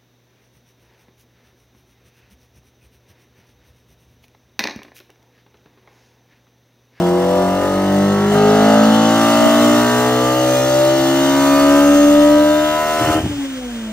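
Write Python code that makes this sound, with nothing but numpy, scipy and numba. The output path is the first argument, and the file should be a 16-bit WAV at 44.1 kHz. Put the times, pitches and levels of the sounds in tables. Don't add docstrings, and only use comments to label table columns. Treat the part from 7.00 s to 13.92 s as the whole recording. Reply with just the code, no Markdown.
import sys
import numpy as np
from scipy import signal
from scipy.fft import rfft, irfft, next_fast_len
from scipy.io import wavfile
from scipy.ndimage import uniform_filter1d
from numba import njit

SR = 44100
rng = np.random.default_rng(int(sys.argv[2]) if len(sys.argv) > 2 else 0)


def digitize_waveform(pressure):
    field = np.atleast_2d(pressure).T
    bounded = np.clip(field, -1, 1)
    quanta = np.round(bounded * 32767).astype(np.int16)
    wavfile.write(sys.argv[1], SR, quanta)


N = 305172
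BLOCK = 64
TIMES, BLOCK_TIMES = np.arange(N) / SR, np.arange(N // BLOCK + 2) * BLOCK / SR
CAM_S, CAM_TAKES_S = 1.34, .022
SHUT_S, SHUT_TAKES_S = 6.235, .09
LOW_CAM_SPEEDS, HIGH_CAM_SPEEDS = [43.8, 47.5, 51.3], [51.5, 58, 64.5, 71, 77.5]
FIRING_ORDER = 4

# (time [s], speed [cycles/s])
ENGINE_SPEED = [(0, 43.85), (.27, 45.2), (.56, 47), (1.02, 49.6), (1.98, 55.15), (2.91, 60.5), (4.1, 67.4),
                (4.93, 72.15), (5.41, 74.7), (5.84, 76.9), (5.99, 77.5), (6.13, 77.7), (6.19, 78.5),
                (6.24, 77), (6.32, 72.6), (6.42, 69.5), (6.65, 61.8), (6.8, 56.6), (6.92, 53.6)]
def engine_cycle():
    turns = np.cumsum(curve(ENGINE_SPEED, np.arange(N + BLOCK) / SR)) / SR
    return turns, curve(ENGINE_SPEED, BLOCK_TIMES)


# (order, level at 3 low-cam speeds [dB], at 5 high-cam speeds [dB], coasting [dB])
EXHAUST_ORDERS = [(1, -64, -49, -47, -45, -51.5, -50, -42.5, -45, -85),
                  (2, -36, -28, -25.5, -23, -24.5, -31.5, -36, -43, -70),
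                  (3, -57, -37.5, -30.5, -23.5, -24.5, -30, -23, -27.5, -64),
                  (4, -6.5, -5.5, -2.5, -5, -8, -8, -8, -11, -26.5),
                  (8, -24, -23, -26, -26.5, -30, -29, -23, -30.5, -62)]
# (start [s], gain [dB], duration [s])
SURGES = [(6.003, 13.5, 0.03), (6.07, 13, 0.051), (6.137, 13, 0.062), (6.217, 4, 0.043), (6.295, 8.5, 0.01),
          (6.356, 5.5, 0.11)]
def exhaust_note(turns, speed, shut):
    order, level_db = order_levels(EXHAUST_ORDERS, speed, shut)
    cooling = 1 + .05 * np.clip((BLOCK_TIMES - SHUT_S) / .2, 0, 1)
    flattening = np.where(order > FIRING_ORDER, .65, .88) * shut
    level_db += (1 - flattening) * standing_wave_db(order * speed * cooling)
    surge_db = sum(db * arch(BLOCK_TIMES - start, length) for start, db, length in SURGES)
    level_db += surge_db * (order == FIRING_ORDER)
    drift_db = .77 + 2.9 * shut * (order != FIRING_ORDER)
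    return harmonics(turns, order, level_db, uneven_db=.7, drift_db=drift_db)


# (frequency [Hz], bandwidth [Hz], gain [dB])
PIPE_MODES = [(66, 29.3, 5), (100.4, 5.4, -9), (118, 0.83, -32), (132.6, 10.2, 5.5), (148.8, 11.1, 2),
              (166, 1.3, -11), (186, 5.7, -20), (199.4, 6.3, -15.5), (219.3, 8.2, -8.5),
              (237.5, 19.7, -10.5), (252.6, 3, -18), (295.8, 14.6, 0), (357.3, 6.8, 4.5), (369, 4.5, 1),
              (380, 0.87, -3), (418.7, 8.5, 13.5), (454, 17, -10.5), (471.4, 3.7, 2), (499, 3.5, 4),
              (514, 27, 2.5), (593.4, 22.3, 14), (631.6, 6.9, 10)]
# (frequency [Hz], bandwidth [Hz])
PIPE_NULLS = [(77.5, 2), (56, 3.7), (67.5, 4.2), (116.1, 4.8), (145.1, 2.4), (189.6, 3.4), (252.7, 7.8),
              (264.2, 14.6), (307.7, 11), (480, 2.8)]
def standing_wave_db(hz):
    response = modal_sum(PIPE_MODES, hz)
    for centre, width in PIPE_NULLS:
        response *= 1 - .8 * resonator(hz, centre, width)
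    return 20 * np.log10(abs(response) + 1e-3)


# (order, level at 3 low-cam speeds [dB], at 5 high-cam speeds [dB], coasting [dB])
INTAKE_ORDERS = [(5, -71, -22, -26, -9.5, -18.5, -24, -25.5, -24.5, -51.5),
                 (6, -20, -24, -28, -36, -28.5, -19.5, -39.5, -25.5, -54),
                 (7, -33, -36, -24.0, -51, -27.5, -20.5, -33, -26, -58),
                 (9, -47, -30.5, -36, -17, -33.5, -19, -14, -23, -52),
                 (10, -33, -30, -29, -23.5, -26.5, -20, -33, -43, -53),
                 (11, -19.5, -23, -37, -34, -10, -25.5, -35.5, -35.5, -53),
                 (12, -30, -28.5, -28.5, -17, -24, -33, -27, -35.5, -64),
                 (13, -31.5, -20.5, -30, -12.5, -35.5, -33, -24.5, -18, -65),
                 (14, -30, -36, -35, -29, -24.5, -24, -17.5, -41, -64),
                 (15, -13.5, -25, -35, -24.0, -40, -30.5, -39.5, -36, -64),
                 (16, -25, -41, -36, -28, -19, -30, -30, -29, -52),
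                 (17, -42, -35, -37, -23, -30, -40, -15.5, -18.5, -58),
                 (18, -26, -29.5, -27.5, -29, -28.5, -32.5, -13.5, -36, -62),
                 (19, -38, -36, -29, -27, -23.5, -18, -42, -24.5, -65),
                 (20, -37, -32, -30, -29.0, -24.5, -26, -23.5, -37, -60),
                 (21, -23.5, -26, -40, -35.5, -14.5, -27, -29, -30, -60),
                 (22, -26, -26, -31, -28, -34, -25, -26, -34, -56),
                 (23, -39, -46, -43, -27.5, -16, -40, -28, -33, -55),
                 (24, -23, -43, -40, -17.5, -19.5, -38, -46, -35, -49),
                 (25, -35, -32, -41, -25, -26.5, -36, -24.5, -41.0, -55),
                 (26, -40.0, -21, -21.5, -23, -28, -26.5, -28, -35, -56),
                 (27, -38.0, -33, -25, -23.5, -42, -29, -34, -27, -51),
                 (28, -29, -39, -44, -30, -27, -30, -43, -32, -54),
                 (29, -47, -28, -46, -32, -28, -47.5, -27, -29, -60),
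                 (30, -22, -47, -36, -34, -29.5, -30.5, -32, -29.5, -60),
                 (31, -45, -31, -40, -20, -32, -32, -18, -44, -62),
                 (32, -54, -38, -42, -29, -31, -36, -30, -34, -64),
                 (33, -29, -53, -27, -40, -30, -27, -43, -29, -60),
                 (34, -35, -55, -31, -31, -43, -30, -39, -35, -65),
                 (35, -58, -28, -48, -42, -24.5, -31, -22, -42, -60),
                 (36, -44.0, -32, -45, -43, -32, -49, -29, -37, -53),
                 (37, -45, -39, -31, -35, -25, -38, -41, -47, -58),
                 (38, -28, -40, -51, -29, -33, -25.5, -28.5, -48, -56),
                 (39, -69, -33, -36.5, -40, -27, -55, -34, -57, -60),
                 (40, -53, -49, -34, -40, -55, -35, -46, -53, -61)]
# (time [s], gain [dB])
INTAKE_GAIN = [(0, -3.2), (.4, 1.8), (.8, -0.3), (1.25, 1.5), (1.4, -2), (1.7, 3.5), (2.0, 0.5),
               (2.4, -0.1), (3.0, 1), (3.6, -2.2), (4.1, -1), (4.6, 0.3), (5.1, -0.4), (5.6, 0.3),
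               (5.95, 3), (6.1, 4), (6.3, -5.5), (6.9, 5)]
# (time [s], level spread [dB])
STUMBLE = [(1.3, 0), (1.33, 2.0), (1.37, 0), (5.97, 0), (6.03, 1.5), (6.2, 1.8), (6.3, 2.5), (6.5, 1.0)]
def intake_roar(turns, speed, shut):
    order, level_db = order_levels(INTAKE_ORDERS, speed, shut)
    level_db += curve(INTAKE_GAIN, BLOCK_TIMES)
    stumble_db = curve(STUMBLE, BLOCK_TIMES)
    wander = .011 * np.maximum(order - 9, 0) * stumble_db
    roar = harmonics(turns, order, level_db, uneven_db=.018 * order + stumble_db,
                     drift_db=.045 * order, drift_blocks=200, wander_turns=wander,
                     scatter_turns=.6)
    return filtered(roar, room_and_bay)


# (frequency [Hz], bandwidth [Hz], gain [dB])
ROOM_MODES = [(208.8, 4.46, 20.5), (296.2, 6.7, 2.8), (317, 3.3, 3.5), (335.3, 10.3, 8.5), (352, 2.7, -3.5),
              (396.3, 2.5, -2.5), (430.4, 15.5, 2), (449, 2.5, -12), (499.7, 9.4, 1.5), (520, 5.8, -3.5),
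              (576, 7.5, 2), (590.5, 13, 6), (610.4, 7.6, -11), (633.6, 34, -7), (698.6, 19.5, -5.5),
              (737.3, 6.2, -1), (778.8, 48, 3), (802, 22, -18), (853.6, 4.2, -3.5), (877, 25, -8),
              (917, 21, -11), (963.4, 24, -5.5), (991, 3.4, -9.5)]
# (frequency [Hz], bandwidth [Hz], gain [dB])
BAY_MODES = [(1073.7, 7.7, -11.5), (1111, 28.5, -4), (1162, 59, -8.5), (1185, 8.5, -7.5), (1236, 42, -13),
             (1290, 32, -14), (1358, 57, -16), (1340, 28, -29), (1437, 56, -9), (1516, 34, -11.5),
             (1567, 30, -6), (1616, 17, -23), (1704, 70, -13.5), (1752, 8.1, -11), (1808, 40.5, -5),
             (1840, 12, -9), (1907, 28, -12), (1880, 20, -18.5), (1972, 100, -13.5), (2040, 49, -31),
             (2165, 16, -27), (2320, 27.1, -26), (2300, 81, -21.5), (2440, 30, -12), (2574, 70, -26.5),
             (2860, 150, -5.5), (3036, 50.4, 9.5)]
def room_and_bay(hz):
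    return modal_sum(ROOM_MODES + BAY_MODES, hz) * (hz < 6000)


# (frequency [Hz], level [dB])
CLATTER_SPECTRUM = [(1800, -43), (2100, -43.5), (2400, -59), (2650, -50), (2900, -46), (3080, -48),
                    (3260, -66), (3450, -52), (3750, -51.5), (4000, -53), (4250, -49), (4400, -56),
                    (4570, -50), (4850, -56.5), (5150, -62.5), (5650, -50.5), (5950, -62), (6300, -54),
                    (6700, -57), (7200, -55), (8000, -80), (9000, -99)]
# (time [s], gain [dB])
CLATTER_GAIN = [(0, -12), (1.3, -7), (1.4, -1.5), (1.9, 1), (2.6, 1.5), (3.3, -1), (4.0, 1.5), (4.7, -1),
                (5.5, -3), (6.15, -2.5), (6.25, -27), (6.9, -25)]
# (speed [cycles/s], frequency [Hz], gain [dB])
PANEL_RINGS = [(55.9, 2900, 2.5), (59.2, 3140, 4.5), (65.3, 2950, -9), (67.7, 3000, 2.5), (69.5, 3100, -4),
               (63.5, 3600, -3), (69.3, 3600, 3), (73.3, 3550, 8), (59, 7300, 4), (70, 4550, 5),
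               (73.5, 4400, -5), (59.3, 6000, 7), (63.4, 6200, 4), (64.5, 6320, 10), (69.4, 6450, 9),
               (72.3, 6420, 17.5), (58.4, 5200, 3), (70, 5900, 6)]
def valve_clatter(turns, speed, shut):
    order = np.arange(41, 136)[:, None]
    tone_hz = order * speed
    ring_db = sum(db * np.exp(-((speed - ring_speed) / 1.2) ** 2 - ((tone_hz - hz) / 130) ** 2)
                  for ring_speed, hz, db in PANEL_RINGS)
    level_db = spectrum(CLATTER_SPECTRUM, tone_hz) + ring_db * (1 - shut)
    level_db += curve(CLATTER_GAIN, BLOCK_TIMES)
    return harmonics(turns, order, level_db, uneven_db=4, drift_db=3, drift_blocks=110, wander_turns=.05)


# (time [s], gain [dB])
RUSH_GAIN = [(0, -33), (.6, -31.5), (1.3, -32), (1.33, -27), (1.41, -30.5), (1.66, -27), (2.03, -27.5),
             (2.2, -23), (2.62, -23), (3.4, -27), (3.53, -24), (3.93, -27), (4.48, -23), (5.0, -24.5),
             (5.76, -29), (6.13, -24.5), (6.23, -33), (6.92, -40.5)]
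# (frequency [Hz], spectral level [dB])
RUSH_OPEN = [(30, -13), (60, 7), (150, 2), (300, 9), (500, 9), (800, 12.5), (1300, 13), (2300, 5.5),
             (2900, 5), (3120, -9), (3260, 4.5), (3450, -3.5), (4300, -.5), (5300, 4), (6400, 3.5),
             (9500, 1), (11500, -8), (15000, 0.5)]
RUSH_SHUT = [(30, 5), (60, 11), (150, 6), (400, 5), (900, 5.5), (1500, 9), (2500, 5.5), (4000, -2),
             (6500, 0.5), (9500, -5.5), (11500, -30), (15000, -5)]
def air_rush(turns, shut):
    phase = 2 * np.pi * turns[:N]
    puffs = .17 * np.cos(phase) + .12 * np.cos(FIRING_ORDER * phase)
    noise = rng.standard_normal((2, N)) * (1 + puffs * (1 - shut)) * flicker(db=.8, blocks=29)
    opened = filtered(noise, lambda hz: gain_of(spectrum(RUSH_OPEN, hz))
                      * abs(room_and_bay(np.clip(hz, 200, 2200))) ** .34)
    lows = filtered(opened, lambda hz: 1 / (1 + (hz / 2200) ** 8))
    opened -= .5 * ramp(CAM_S, CAM_TAKES_S) * lows
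    closed = coloured(noise, RUSH_SHUT)
    return gain_of(curve(RUSH_GAIN)) * ((1 - shut) * opened + shut * closed)


# (start [s], level [dB], duration [s])
MISFIRES = [(5.994, -27, 0.074), (6.068, -23, 0.023), (6.094, -24, 0.027), (6.143, -28, .035),
            (6.195, -29, 0.026), (6.17, -35, 0.023), (6.222, -24, 0.046), (6.248, -32, 0.046),
            (6.29, -39, 0.13)]
def misfire_thuds(boom_hz=110, width_hz=36):
    out, t = np.zeros(N), np.arange(round(.15 * SR)) / SR
    for start, db, length in MISFIRES:
        deviation_hz = width_hz / 2 * unit_rms(uniform_filter1d(rng.standard_normal(len(t)), 300))
        boom = np.sin(2 * np.pi * (boom_hz * t + np.cumsum(deviation_hz) / SR))
        out[round(start * SR):][:len(t)] += 2 * gain_of(db) * arch(t, length) * boom
    return out


# (time [s], level [dB])
BURBLE_LEVEL = [(5.99, -60), (6.02, -36), (6.2, -27), (6.25, -23), (6.36, -37), (6.45, -55), (6.6, -78)]
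# (frequency [Hz], relative spectral level [dB])
BURBLE_SPECTRUM = [(40, -22), (80, 8), (200, 6), (300, 7), (500, -5), (900, -14), (1500, -53)]
def exhaust_burble():
    lumps = flicker(db=3, blocks=8)
    gurgle = unit_rms(coloured(rng.standard_normal(N) * lumps, BURBLE_SPECTRUM))
    return gurgle * gain_of(curve(BURBLE_LEVEL)) * ramp(BURBLE_LEVEL[0][0], .02)


# (frequency [Hz], bandwidth [Hz], level at the crest [dB])
BARK_BANDS = [(686, 60, -26), (775, 70, -23), (900, 80, -32)]
def cam_bark(start_s=1.305, length_s=.05):
    noise = rng.standard_normal(N)
    rasp = sum(gain_of(db) * unit_rms(filtered(noise, lambda hz: resonator(hz, centre, width).real))
               for centre, width, db in BARK_BANDS)
    return rasp * arch(TIMES - start_s, length_s) ** 2


# (frequency [Hz], bandwidth [Hz], tone level [dB])
OVERRUN_MODES = [(458, 37, -44), (492, 19, -34.5), (511, 18, -35), (546, 7.2, -36), (580, 10, -36),
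                 (647, 20, -37.5), (683, 25, -48), (720, 20, -43), (750, 15, -38.5), (840, 20, -42),
                 (867, 16, -43)]
def overrun_tones(turns, speed, shut):
    order = FIRING_ORDER * np.array([[2], [3]])
    power = sum((gain_of(db) * resonator(order * speed, centre, width).real) ** 2
                for centre, width, db in OVERRUN_MODES)
    return harmonics(turns, order, 10 * np.log10(power * shut ** 2 + 1e-12), uneven_db=1, drift_db=1)


# (start [s], relative level [dB])
KNOCKS = [(2.412, -6), (2.432, -2), (2.447, -10), (2.463, 3)]
def stereo_knocks():
    out, t = np.zeros(N), np.arange(800) / SR
    low = .75 * np.sin(2 * np.pi * 270 * t) * arch(t, .009) ** 2
    high = .9 * np.sin(2 * np.pi * 660 * t) * arch(t, .0045)
    for start, db in KNOCKS:
        out[round(start * SR):][:len(t)] += gain_of(db) * (low + high) / 2
    return out


# (frequency [Hz], spectral level [dB])
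FIZZ_SPECTRUM = [(9000, -35), (11000, -47), (13500, 0), (15000, -14)]
# (time [s], gain [dB])
FIZZ_GAIN = [(0, -75), (2, -65), (2.4, -31), (4, -29), (6.1, -33), (6.3, -60), (6.92, -65)]
def air_fizz():
    noise = rng.standard_normal((2, N)) * flicker(db=1.3, blocks=44)
    return coloured(noise, FIZZ_SPECTRUM) * gain_of(curve(FIZZ_GAIN))


# (time [s], frequency [Hz], rms level [dB])
ROLLER_DRONE = [(0, 28, -56), (3, 38.5, -61), (4.3, 43, -57), (6, 49, -44), (6.92, 48.4, -44)]
def roller_drone():
    times, hz, db = np.transpose(ROLLER_DRONE)
    amplitude = np.sqrt(2) * gain_of(np.interp(TIMES, times, db)) * flicker(db=2.3, blocks=110)
    return amplitude * np.sin(2 * np.pi * np.cumsum(np.interp(TIMES, times, hz)) / SR)


# (time [s], level [dB])
RUMBLE_LEVEL = [(0, -38), (.85, -44), (1.0, -56), (2.3, -56), (2.5, -33), (2.75, -54), (3.9, -46),
                (4.3, -66), (4.65, -51), (4.85, -39), (5.05, -61), (5.35, -41), (5.6, -51), (6.2, -48),
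                (6.5, -71), (6.92, -67)]
# (frequency [Hz], relative spectral level [dB])
RUMBLE_SPECTRUM = [(30, -13), (60, -9), (130, 11), (250, -11), (500, -47)]
def low_rumble():
    lumps = flicker(db=4.5, blocks=45, count=2)
    rumble = unit_rms(coloured(rng.standard_normal((2, N)) * lumps, RUMBLE_SPECTRUM))
    return rumble * gain_of(curve(RUMBLE_LEVEL))


# (frequency [Hz], rms level [dB])
FAN_TONES = [(113.0, -53)]
def fan_hum():
    return sum(np.sqrt(2) * gain_of(db) * flicker(db=2, blocks=80) * np.sin(2 * np.pi * hz * TIMES)
               for hz, db in FAN_TONES)


def reflections(hz, t60):
    t = np.arange(SR // 2) / SR
    tail = rng.standard_normal(len(t)) * gain_of(-60 * t / t60)
    return rfft(tail / np.linalg.norm(tail), 2 * len(hz) - 2)


# (frequency [Hz], gain of the side signal [dB])
SIDE_GAIN = [(30, -16), (60, -34), (110, -40), (200, -23.5), (290, -24.5), (380, -18.5), (700, -11.5),
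             (1290, -15), (2380, -8), (3250, 9.5), (4400, -5.5), (8120, -1.5), (15000, -0.5)]
def stereo_side(engine, air):
    side = filtered(engine, lambda hz: 1j * abs(reflections(hz, t60=.0093))
                    + .7 * reflections(hz, t60=.15))
    side += filtered(air[0], lambda hz: .7j * np.sign(reflections(hz, t60=.0081).real)) + 1.2 * air[1]
    return coloured(side, SIDE_GAIN)


def order_levels(table, speed, shut):
    table = np.array(table)
    split = 1 + len(LOW_CAM_SPEEDS)
    low_db = np.array([np.interp(speed, LOW_CAM_SPEEDS, row[1:split]) for row in table])
    high_db = np.array([np.interp(speed, HIGH_CAM_SPEEDS, row[split:-1]) for row in table])
    pull_db = low_db + ramp(CAM_S, CAM_TAKES_S, BLOCK_TIMES) * (high_db - low_db)
    return table[:, :1], pull_db + shut * (table[:, -1:] - pull_db)


def harmonics(turns, order, level_db, uneven_db, drift_db,
              drift_blocks=300, wander_turns=0, scatter_turns=1):
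    count = len(order)
    level_db = level_db + uneven_db * wobble(count, blocks=12) + drift_db * wobble(count, drift_blocks)
    wander = np.exp(2j * np.pi * wander_turns * wobble(count, blocks=30))
    amplitude = np.sqrt(2) * gain_of(level_db) * wander
    return phasor_sum(turns, order.ravel().astype(float), scatter_turns * rng.random(count), amplitude)[:N]


@njit
def phasor_sum(turns, order, start, amplitude):
    out = np.zeros(len(turns))
    for k in range(len(order)):
        for b in range(len(turns) // BLOCK):
            first = BLOCK * b
            phasor = amplitude[k, b] * np.exp(2j * np.pi * (order[k] * turns[first] + start[k]))
            rate = (turns[first + BLOCK - 1] - turns[first]) / (BLOCK - 1)
            step = np.exp(2j * np.pi * order[k] * rate)
            step *= (amplitude[k, b + 1] / amplitude[k, b]) ** (1 / BLOCK)
            for i in range(first, first + BLOCK):
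                out[i] += phasor.real
                phasor *= step
    return out


def resonator(hz, centre, width):
    return 1 / (1 + 2j * (hz - centre) / width)


def modal_sum(modes, hz):
    return sum(gain_of(db) * resonator(hz, centre, width) for centre, width, db in modes)


def filtered(x, response):
    size = 2 * next_fast_len(N // 2 + SR // 2)
    return irfft(rfft(x, size) * response(np.fft.rfftfreq(size, 1 / SR)), size)[..., :N]


def coloured(x, rows):
    return filtered(x, lambda hz: gain_of(spectrum(rows, hz)))


def wobble(count, blocks):
    return unit_rms(uniform_filter1d(rng.standard_normal((count, len(BLOCK_TIMES))), blocks, axis=1))


def flicker(db, blocks, count=1):
    return np.repeat(gain_of(db * wobble(count, blocks)), BLOCK, axis=1)[:, :N].squeeze()


def spectrum(rows, hz):
    frequency, db = np.transpose(rows)
    return np.interp(np.log(hz + 1), np.log(frequency + 1), db)


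def curve(rows, t=TIMES):
    return np.interp(t, *np.transpose(rows))


def ramp(centre_s, takes_s, t=TIMES):
    return curve([(centre_s - takes_s / 2, 0), (centre_s + takes_s / 2, 1)], t)


def arch(t, length):
    return np.sin(np.pi * np.clip(t / length, 0, 1))


def gain_of(db):
    return 10 ** (np.asarray(db) / 20)


def unit_rms(x):
    return x / np.sqrt(np.mean(abs(x) ** 2) + 1e-20)


# (frequency [Hz], left minus right [dB])
BALANCE = [(60, 0), (110, 0), (200, 0.5), (380, 0.5), (700, 1.5), (1290, 0.0), (2380, -1), (4400, 1.5),
           (8120, 0.5), (15000, -1)]
def scene():
    turns, speed = engine_cycle()
    shut = ramp(SHUT_S, SHUT_TAKES_S, BLOCK_TIMES)
    engine = exhaust_note(turns, speed, shut) + intake_roar(turns, speed, shut)
    engine += overrun_tones(turns, speed, shut) + valve_clatter(turns, speed, shut)
    air = air_rush(turns, ramp(SHUT_S, SHUT_TAKES_S)) + air_fizz()
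    engine += misfire_thuds() + exhaust_burble() + cam_bark()
    engine = filtered(engine, lambda hz: 1 + .13 * reflections(hz, t60=.3) * (hz > 700))
    side = stereo_side(engine, air) + stereo_knocks()
    mid = engine + air[0] + fan_hum() + roller_drone()
    stereo, halves = np.array([mid + side, mid - side]), np.array([[.5], [-.5]])
    return filtered(stereo, lambda hz: gain_of(halves * spectrum(BALANCE, hz))) + low_rumble()


def record(dry):
    soft = 1.15 * np.tanh(dry / 1.15)
    low_pass = signal.firwin(1023, 15650, window=("kaiser", 9), fs=SR)
    return signal.oaconvolve(soft, low_pass[None], "same")


dry = scene()
out = record(dry)
digitize_waveform(out)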